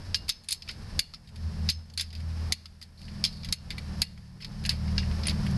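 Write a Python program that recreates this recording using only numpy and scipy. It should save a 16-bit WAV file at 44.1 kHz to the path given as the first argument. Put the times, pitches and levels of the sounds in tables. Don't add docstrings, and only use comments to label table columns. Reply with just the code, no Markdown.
import sys
import numpy as np
from scipy import signal
from scipy.fft import rfft, irfft
from scipy.io import wavfile
from scipy.ndimage import uniform_filter1d

SR = 44100
rng = np.random.default_rng(int(sys.argv[2]) if len(sys.argv) > 2 else 0)


def unload_wav(signal):
    wavfile.write(
        sys.argv[1],
        SR,
        np.round(np.clip(np.atleast_2d(signal).T, -1, 1) * 32767).astype(np.int16),
    )


def invert_db(x):
    u = np.asarray(x, float) / 20
    return 10 ** u


N = 245769


def evened(x):
    return x / np.sqrt(np.mean(x ** 2) + 1e-20)


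def read_spectrum(points, hz):
    f, value = np.transpose(points)
    return np.interp(np.log(hz + 1), np.log(f + 1), value)


def columns(rows):
    s, *values = np.transpose(rows)
    return [np.interp(np.arange(N) / SR, s, v) for v in values]


def coloured(points, count, lo_hz, hi_hz):
    hz = np.fft.rfftfreq(count, 1 / SR)
    z = rfft(rng.standard_normal(count)) * invert_db(read_spectrum(points, hz))
    inside = irfft(z * (hz > lo_hz) * (hz < hi_hz), count)
    return irfft(z, count) / inside.std()


def wander(hz):
    lowpass = 1 / (1 + (np.fft.rfftfreq(N, 1 / SR) / hz) ** 4)
    return evened(irfft(rfft(rng.standard_normal(N)) * lowpass, N))


# t/s, relative level/dB, rattle t60/s, low knock/dB, treble/dB (both against the middle range)
CLICKS = [(0.1445, -6, 0.043, -17.5, -22.5), (.1557, -24.5, 0.076, -13, -9.5),
          (0.2815, -29.5, 0.13, -4, -12), (0.2915, -14, 0.052, -6.5, -7), (.2974, -10.5, 0.048, -41, -20),
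          (0.436, -47, 0.056, -12, -5), (0.444, -47, 0.055, -6, -2), (0.4858, -24, 0.13, -9.5, -9),
          (0.5071, -23.5, 0.11, -11, -6), (0.5198, -13.5, 0.06, -25, -15), (0.525, -17, 0.052, -13.5, -2.5),
          (0.6215, -28, 0.047, -13.5, -21), (.6768, -37.5, .11, 1, -18), (.6867, -25.5, 0.15, -13, -18.5),
          (0.691, -30, 0.065, 3.5, -30), (.712, -31.5, 0.039, -26, -11), (.992, -9, 0.043, -9.5, -7.5),
          (1.1373, -29, 0.065, -9.5, -18), (1.1447, -31, .043, -29, -20), (1.2735, -45.5, 0.087, -7, -11),
          (1.289, -47.5, .06, -1, -8), (1.3585, -39, 0.064, -5.5, -10), (1.689, -10, 0.08, -11.5, -23.5),
          (1.6929, -18.5, 0.032, -29, -33), (1.6984, -15.5, 0.057, -25, -8),
          (1.899, -42.5, 0.066, -9.5, -12), (1.937, -40.5, .055, -15, -8), (1.9756, -19, .11, -11, -11),
          (1.9964, -18, .11, -9.5, -18), (2.0093, -18.5, 0.05, -16, -5), (2.0172, -24.5, 0.036, -10.5, -18),
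          (2.104, -38, 0.059, -10, -19), (2.128, -34.5, .065, -6, -13), (2.1504, -35.5, 0.15, -8.5, -17),
          (2.2017, -42, 0.078, -2, -11), (2.5226, -9.5, 0.038, -9, -8), (2.6564, -29.5, 0.041, -10.5, -17),
          (2.814, -36.5, .085, -5, -12), (2.8262, -31, 0.06, -11, -13), (3.015, -44.5, 0.061, 0, -7),
          (3.082, -38, 0.032, 3, -30), (3.2397, -10, 0.048, -9.5, -15), (3.2498, -10.5, 0.079, -17.5, -18),
          (3.433, -32, 0.073, -6.5, -31), (3.4465, -27, 0.068, -6, -10.5), (3.487, -28.5, 0.049, -8, -16),
          (3.525, -14, 0.049, -10, -6.5), (3.704, -24, 0.09, -3.5, -15.5),
          (3.7815, -28, 0.056, -1.5, -12.5), (4.0178, -10.5, .043, -8, -7), (4.1756, -46.5, 0.057, 4, -12),
          (4.4037, -46, 0.085, 6, -11), (4.4224, -35.5, 0.11, -2, -25), (4.4455, -24.5, 0.05, -9.5, -18.5),
          (4.6384, -34, 0.049, -1, -10), (4.6509, -22.5, 0.066, -0.5, -17), (4.661, -23.5, 0.041, -2, -7),
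          (4.6925, -10, 0.053, -15.5, -17), (4.7041, -26.5, 0.12, -0.5, -9),
          (4.879, -36.5, 0.074, -1.5, -26), (4.98, -15, 0.083, -10.5, -24.5), (5.029, -41.5, 0.045, 9, -25),
          (5.1118, -38.5, 0.058, 5, -23), (5.234, -24.5, 0.056, -7.5, -21), (5.2554, -23, 0.062, -5, -27),
          (5.2689, -19.5, 0.031, -2, -7), (5.2826, -15.5, 0.033, -4.5, -15), (5.2952, -20, 0.059, -7, -14),
          (5.3075, -25, 0.045, -0.5, -19), (5.4653, -36, 0.054, 7, -7), (5.5102, -38, 0.035, -5, -4)]
# t/s, handle/dB, head/dB, pawl/dB, socket/dB
RINGS = [(.1445, -42, -46, -46, -70), (.2916, -69, -48, -41, -51), (.4858, -68, -55, -54, -29.5),
         (.5085, -70, -54, -62, -25.5), (.526, -64, -60, -49, -55), (.9943, -51, -41, -66, -50),
         (1.689, -61, -55, -38.5, -70), (1.975, -58, -56, -56, -35.5), (2.5216, -59, -46, -68, -57),
         (3.2385, -49, -43, -47, -46), (3.526, -55, -51, -54, -39), (4.0165, -48, -43, -58, -50),
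         (4.662, -70, -70, -70, -43), (4.98, -41, -47, -64, -70), (5.269, -70, -70, -70, -16.5),
         (5.283, -70, -70, -70, -38)]
# t/s, level/dB, f/Hz
TOCKS = [(0.146, -29.5, 1670), (.292, -40, 1330), (0.692, -39, 1450), (0.992, -34, 1660),
         (1.138, -45, 1310), (1.997, -31, 3480), (2.01, -27, 3600), (2.523, -28, 2260),
         (2.656, -50.5, 1304), (2.815, -55, 1300), (3.526, -31, 2060), (3.781, -32.5, 2300),
         (4.018, -22, 2600), (4.176, -55, 1345), (4.691, -31, 1710), (4.981, -30, 1650)]


def wrench():
    out = np.zeros(N + SR)
    for voice, table in ((click, CLICKS), (ring, RINGS), (tock, TOCKS)):
        for s, *blow in table:
            out[round(s * SR):][:SR // 2] += voice(*blow)
    return out[:N]


# f/Hz, relative density/(dB per Hz)
CRACK = [(410, -60), (700, -29), (1360, -28.5), (1840, -17.5), (2560, -9), (3380, -5.5), (3630, -1),
         (4740, 1), (5290, 1.5), (5900, -8.5), (6420, -10), (8370, -12.5), (11200, -9), (12000, -15),
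         (12600, -27), (16400, -76.5), (22000, -120)]
# f/Hz, width/Hz, level/dB
BODY = [(1235, 290, -2.5), (1617, 250, -3), (2010, 130, -0.5), (2289, 210, -2.5), (2605, 31, 2),
        (2860, 29, 3), (3190, 170, 1.5), (3473, 122, 5), (3770, 79, 6), (4110, 67, 7.5), (4383, 70, -0.5),
        (4430, 120, 3), (4770, 280, -3.5), (4803, 140, 2), (5213, 116, 5.5), (5695, 350, -23.5),
        (6344, 600, -0.5), (6790, 45, -17), (7440, 89, -6), (9840, 220, -21), (10840, 580, -32)]
FAVOURED_HZ, DULLER_HZ_PER_DB, FAVOURED_SPREAD_HZ = 4080, 47.5, 120


def click(level_db, t60, knock_db, treble_db):
    t = np.arange(SR // 2) / SR
    hz = np.fft.rfftfreq(len(t), 1 / SR)
    z = rfft(coloured(CRACK, len(t), 2800, 6500))

    favoured_hz = FAVOURED_HZ + DULLER_HZ_PER_DB * np.clip(-treble_db, 5, 22)
    favoured_hz += FAVOURED_SPREAD_HZ * rng.standard_normal()
    z *= 0.5 + 0.87 / (1.5 + ((hz - favoured_hz) / 250) ** 2)
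    struck = invert_db(3.5 * rng.standard_normal(len(BODY)))
    z *= 0.5 + sum(gain * invert_db(db) / (1 + (2 * (hz - f) / width) ** 2)
                   for gain, (f, width, db) in zip(struck, BODY))

    low = 1 / (1 + (hz / 2800) ** 12)
    high = 1 / (1 + (6500 / (hz + 1)) ** 16)
    knock, body, treble = (evened(irfft(z * part, len(t))) for part in (low, 1 - low - high, high))

    t60 = np.clip(t60, 0.01, 0.4)
    rise = 1 - np.exp(-t / 0.00039 * invert_db(0.22 * (level_db + 14)))
    tick_decay = invert_db(-60 * t / 0.014)
    tick = 0.9 * tick_decay
    echo = invert_db(-31 - 60 * t / 0.5) * (1 - np.exp(-t / 0.004))
    chatter = invert_db(1.35 * evened(uniform_filter1d(rng.standard_normal(len(t)), 90)))

    crack = body * (tick + invert_db(-60 * t / t60) * chatter + echo)
    knock_rattle = invert_db(-60 * t / (1.1 * t60)) * chatter
    crack += invert_db(knock_db) * knock * (0.37 * tick + knock_rattle + echo)
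    treble_rattle = invert_db(-60 * t / (1.05 * t60)) * chatter
    crack += invert_db(treble_db) * treble * (1.34 * tick_decay + treble_rattle + 0.59 * echo)
    return invert_db(level_db - 10.5) * rise * crack


# f/Hz, level/dB, t60/s, scatter of f/Hz
STEEL = [
    [(2770, -6, .2, 15), (2815, 1, .24, 15)],
    [(4290, -2, .25, 60), (4400, 0, .2, 60), (4500, -2, .1, 60)],
    [(5206, 0, .33, 10), (6215, -4, .14, 25), (6290, -7, .2, 25)],
    [(9425, 0, .045, 0)],
]


def ring(*levels_db):
    t = np.arange(SR // 2) / SR
    tones = np.zeros(len(t))
    for blow_db, part in zip(levels_db, STEEL):
        for hz, db, t60, scatter_hz in part:
            mode_hz = hz + scatter_hz * rng.standard_normal()
            tones += invert_db(blow_db + db - 60 * t / t60) * np.sin(2 * np.pi * (mode_hz * t + rng.random()))
    flutter = invert_db(3.5 * evened(uniform_filter1d(rng.standard_normal(len(t)), 300)))
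    return tones * flutter * (1 - np.exp(-t * 2000))


TOCK_T60_S = 0.035


def tock(db, hz):
    t = np.arange(SR // 2) / SR
    return invert_db(db - 60 * t / TOCK_T60_S) * np.sin(2 * np.pi * hz * t)


# start t/s, length/s, relative level/dB
SLIDES = [(0.622, .1, -64), (2.04, 0.1, -65), (2.972, 0.23, -62), (3.273, 0.22, -58), (4.406, 0.095, -58),
          (4.723, 0.086, -59)]
SLIDE_EDGE_S, SLIDE_HZ, SLIDE_WIDTH_HZ = 0.0049, 4500, 310


def slides():
    t, hz = np.arange(N) / SR, np.fft.rfftfreq(N, 1 / SR)
    stroke = np.zeros(N)
    for s, length, db in SLIDES:
        rise, fall = (t - s) / SLIDE_EDGE_S, 2 * (s + length - t) / length
        stroke += invert_db(db) * np.clip(np.minimum(rise, fall), 0, 1)
    resonance = 0.7 + 2.3 / (1 + ((hz - SLIDE_HZ) / SLIDE_WIDTH_HZ) ** 2)
    hiss = irfft(rfft(coloured(CRACK, N, 3000, 6000)) * resonance, N)
    return stroke * invert_db(1.9 * wander(97)) * hiss


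# t/s, firing rate f/Hz, weaker multiples together/dB
IDLE = [(0, 45.66, -47), (.14, 45.1, -45), (.45, 40.75, -43), (1, 41.2, -41.5), (1.3, 40.92, -30),
        (1.65, 39.52, -28.5), (1.85, 40.48, -31), (2.28, 40.46, -33), (2.45, 40.23, -38), (3.1, 40.67, -32),
        (3.55, 40.17, -28.5), (3.8, 38.94, -33.5), (4.25, 36.7, -26), (4.6, 37.88, -28.5),
        (4.95, 39.03, -26), (5.25, 38.99, -33), (5.45, 38.16, -28), (5.57, 37.76, -26.5)]
# multiple, level/dB against that sum
ORDER_DB = [(1, -11), (1.5, -33), (2.5, -26), (3, -8.5), (3.5, -16), (4, -6.5), (4.5, -14.5), (5, -7.5),
            (5.5, -12.5), (6, -26)]
# t/s, rms level/dB before any dip
DRONE = [(0, -38), (.11, -29), (.34, -40.5), (.6, -32.5), (.8, -34), (1.02, -42.5), (1.08, -34),
         (1.27, -37.5), (1.47, -17), (1.54, -36.5), (1.61, -22.5), (1.69, -24), (1.78, -14), (1.89, -33.5),
         (1.97, -20), (2.34, -22.5), (2.55, -27), (3.05, -30.5), (3.26, -35), (3.44, -29), (3.58, -31),
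         (3.8, -30.5), (4.24, -29), (4.45, -49), (4.65, -27.5), (4.93, -23), (5.2, -30.5), (5.35, -28.5),
         (5.43, -42), (5.51, -34), (5.57, -34)]


def engine(dip_db):
    firing_hz, upper_db = columns(IDLE)
    turns = np.cumsum(firing_hz) / SR
    out = np.sqrt(2) * invert_db(columns(DRONE)[0]) * np.sin(2 * np.pi * 2 * turns)
    for multiple, db in ORDER_DB:
        level = np.sqrt(2) * invert_db(upper_db + db + 2.53 * wander(2.6))
        out += level * np.sin(2 * np.pi * (multiple * turns + rng.random()))
    return out * invert_db(dip_db)


# f/Hz, relative density/(dB per Hz)
RUMBLE = [(12, -51), (22, 3), (50, -3), (70, 0.5), (86, -4), (105, -5.5), (133, -5.5), (209, -9),
          (260, -17.5), (329, -21), (702, -24), (905, -26), (1500, -28.5), (1950, -51), (3300, -120)]
# f/Hz, relative density/(dB per Hz)
HISS = [(590, -9), (1000, -4), (1370, -10.5), (1760, 2), (1930, -3.5), (2680, -5.5), (3180, -6.5),
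        (3430, -8), (4240, -3.5), (4610, -0.5), (5350, 0.5), (5850, -9.5), (6350, -10.5), (6900, -16),
        (11400, -16.5), (12100, -25), (12600, -60), (16400, -87), (22000, -120)]
RUMBLE_DB, HISS_DB, HISS_FOLLOWS = -47, -47.5, 0.89


def workshop(dip_db):
    rumble_db = RUMBLE_DB + dip_db + 1.5 * wander(15)
    hiss_db = HISS_DB + HISS_FOLLOWS * dip_db + 0.8 * wander(20)
    rumble = invert_db(rumble_db) * coloured(RUMBLE, N, 300, 1000)
    return rumble + invert_db(hiss_db) * coloured(HISS, N, 3000, 6000)


# t/s, level sunk to/dB, stay/s
DIPS = [(0, -9, .2), (.148, -15.5, .2), (.296, -23, 0.34), (0.993, -23, .32), (1.694, -22, 0.44),
        (2.522, -24.5, 0.46), (3.245, -15, 0.21), (3.527, -25.5, 0.04), (4.019, -21, 0.41),
        (4.7, -10.5, 0.083), (4.985, -5.5, 0.051)]
SINK_S, CLIMB_S, CLIMB_SHAPE = 0.013, 0.27, 0.58


def dips_db():
    out = np.zeros(N)
    for s, depth_db, stay_s in DIPS:
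        at = round(max(s, 0) * SR)
        t = np.arange(N - at) / SR
        goal = depth_db * np.exp(-(np.maximum(t - stay_s, 0) / CLIMB_S) ** CLIMB_SHAPE)
        out[at:] = goal + (out[at] - depth_db) * np.exp(-t / SINK_S) * (at > 0)
    return out


def scene():
    dip_db = dips_db()
    return (wrench() + slides() + engine(dip_db) + workshop(dip_db))[None]


def roll_off(x):
    return signal.sosfilt(signal.butter(12, 12790, fs=SR, output="sos"), x)


SELF_NOISE_DB = -72


def record(dry):
    heard = 0.5 * np.tanh(2 * dry) + invert_db(SELF_NOISE_DB) * rng.standard_normal(dry.shape)
    lowpass = signal.firwin(301, 12100, window=("kaiser", 8), fs=SR)
    mix = signal.oaconvolve(heard, lowpass[None], "same")
    return roll_off(mix)


dry = scene()
out = record(dry)
unload_wav(out)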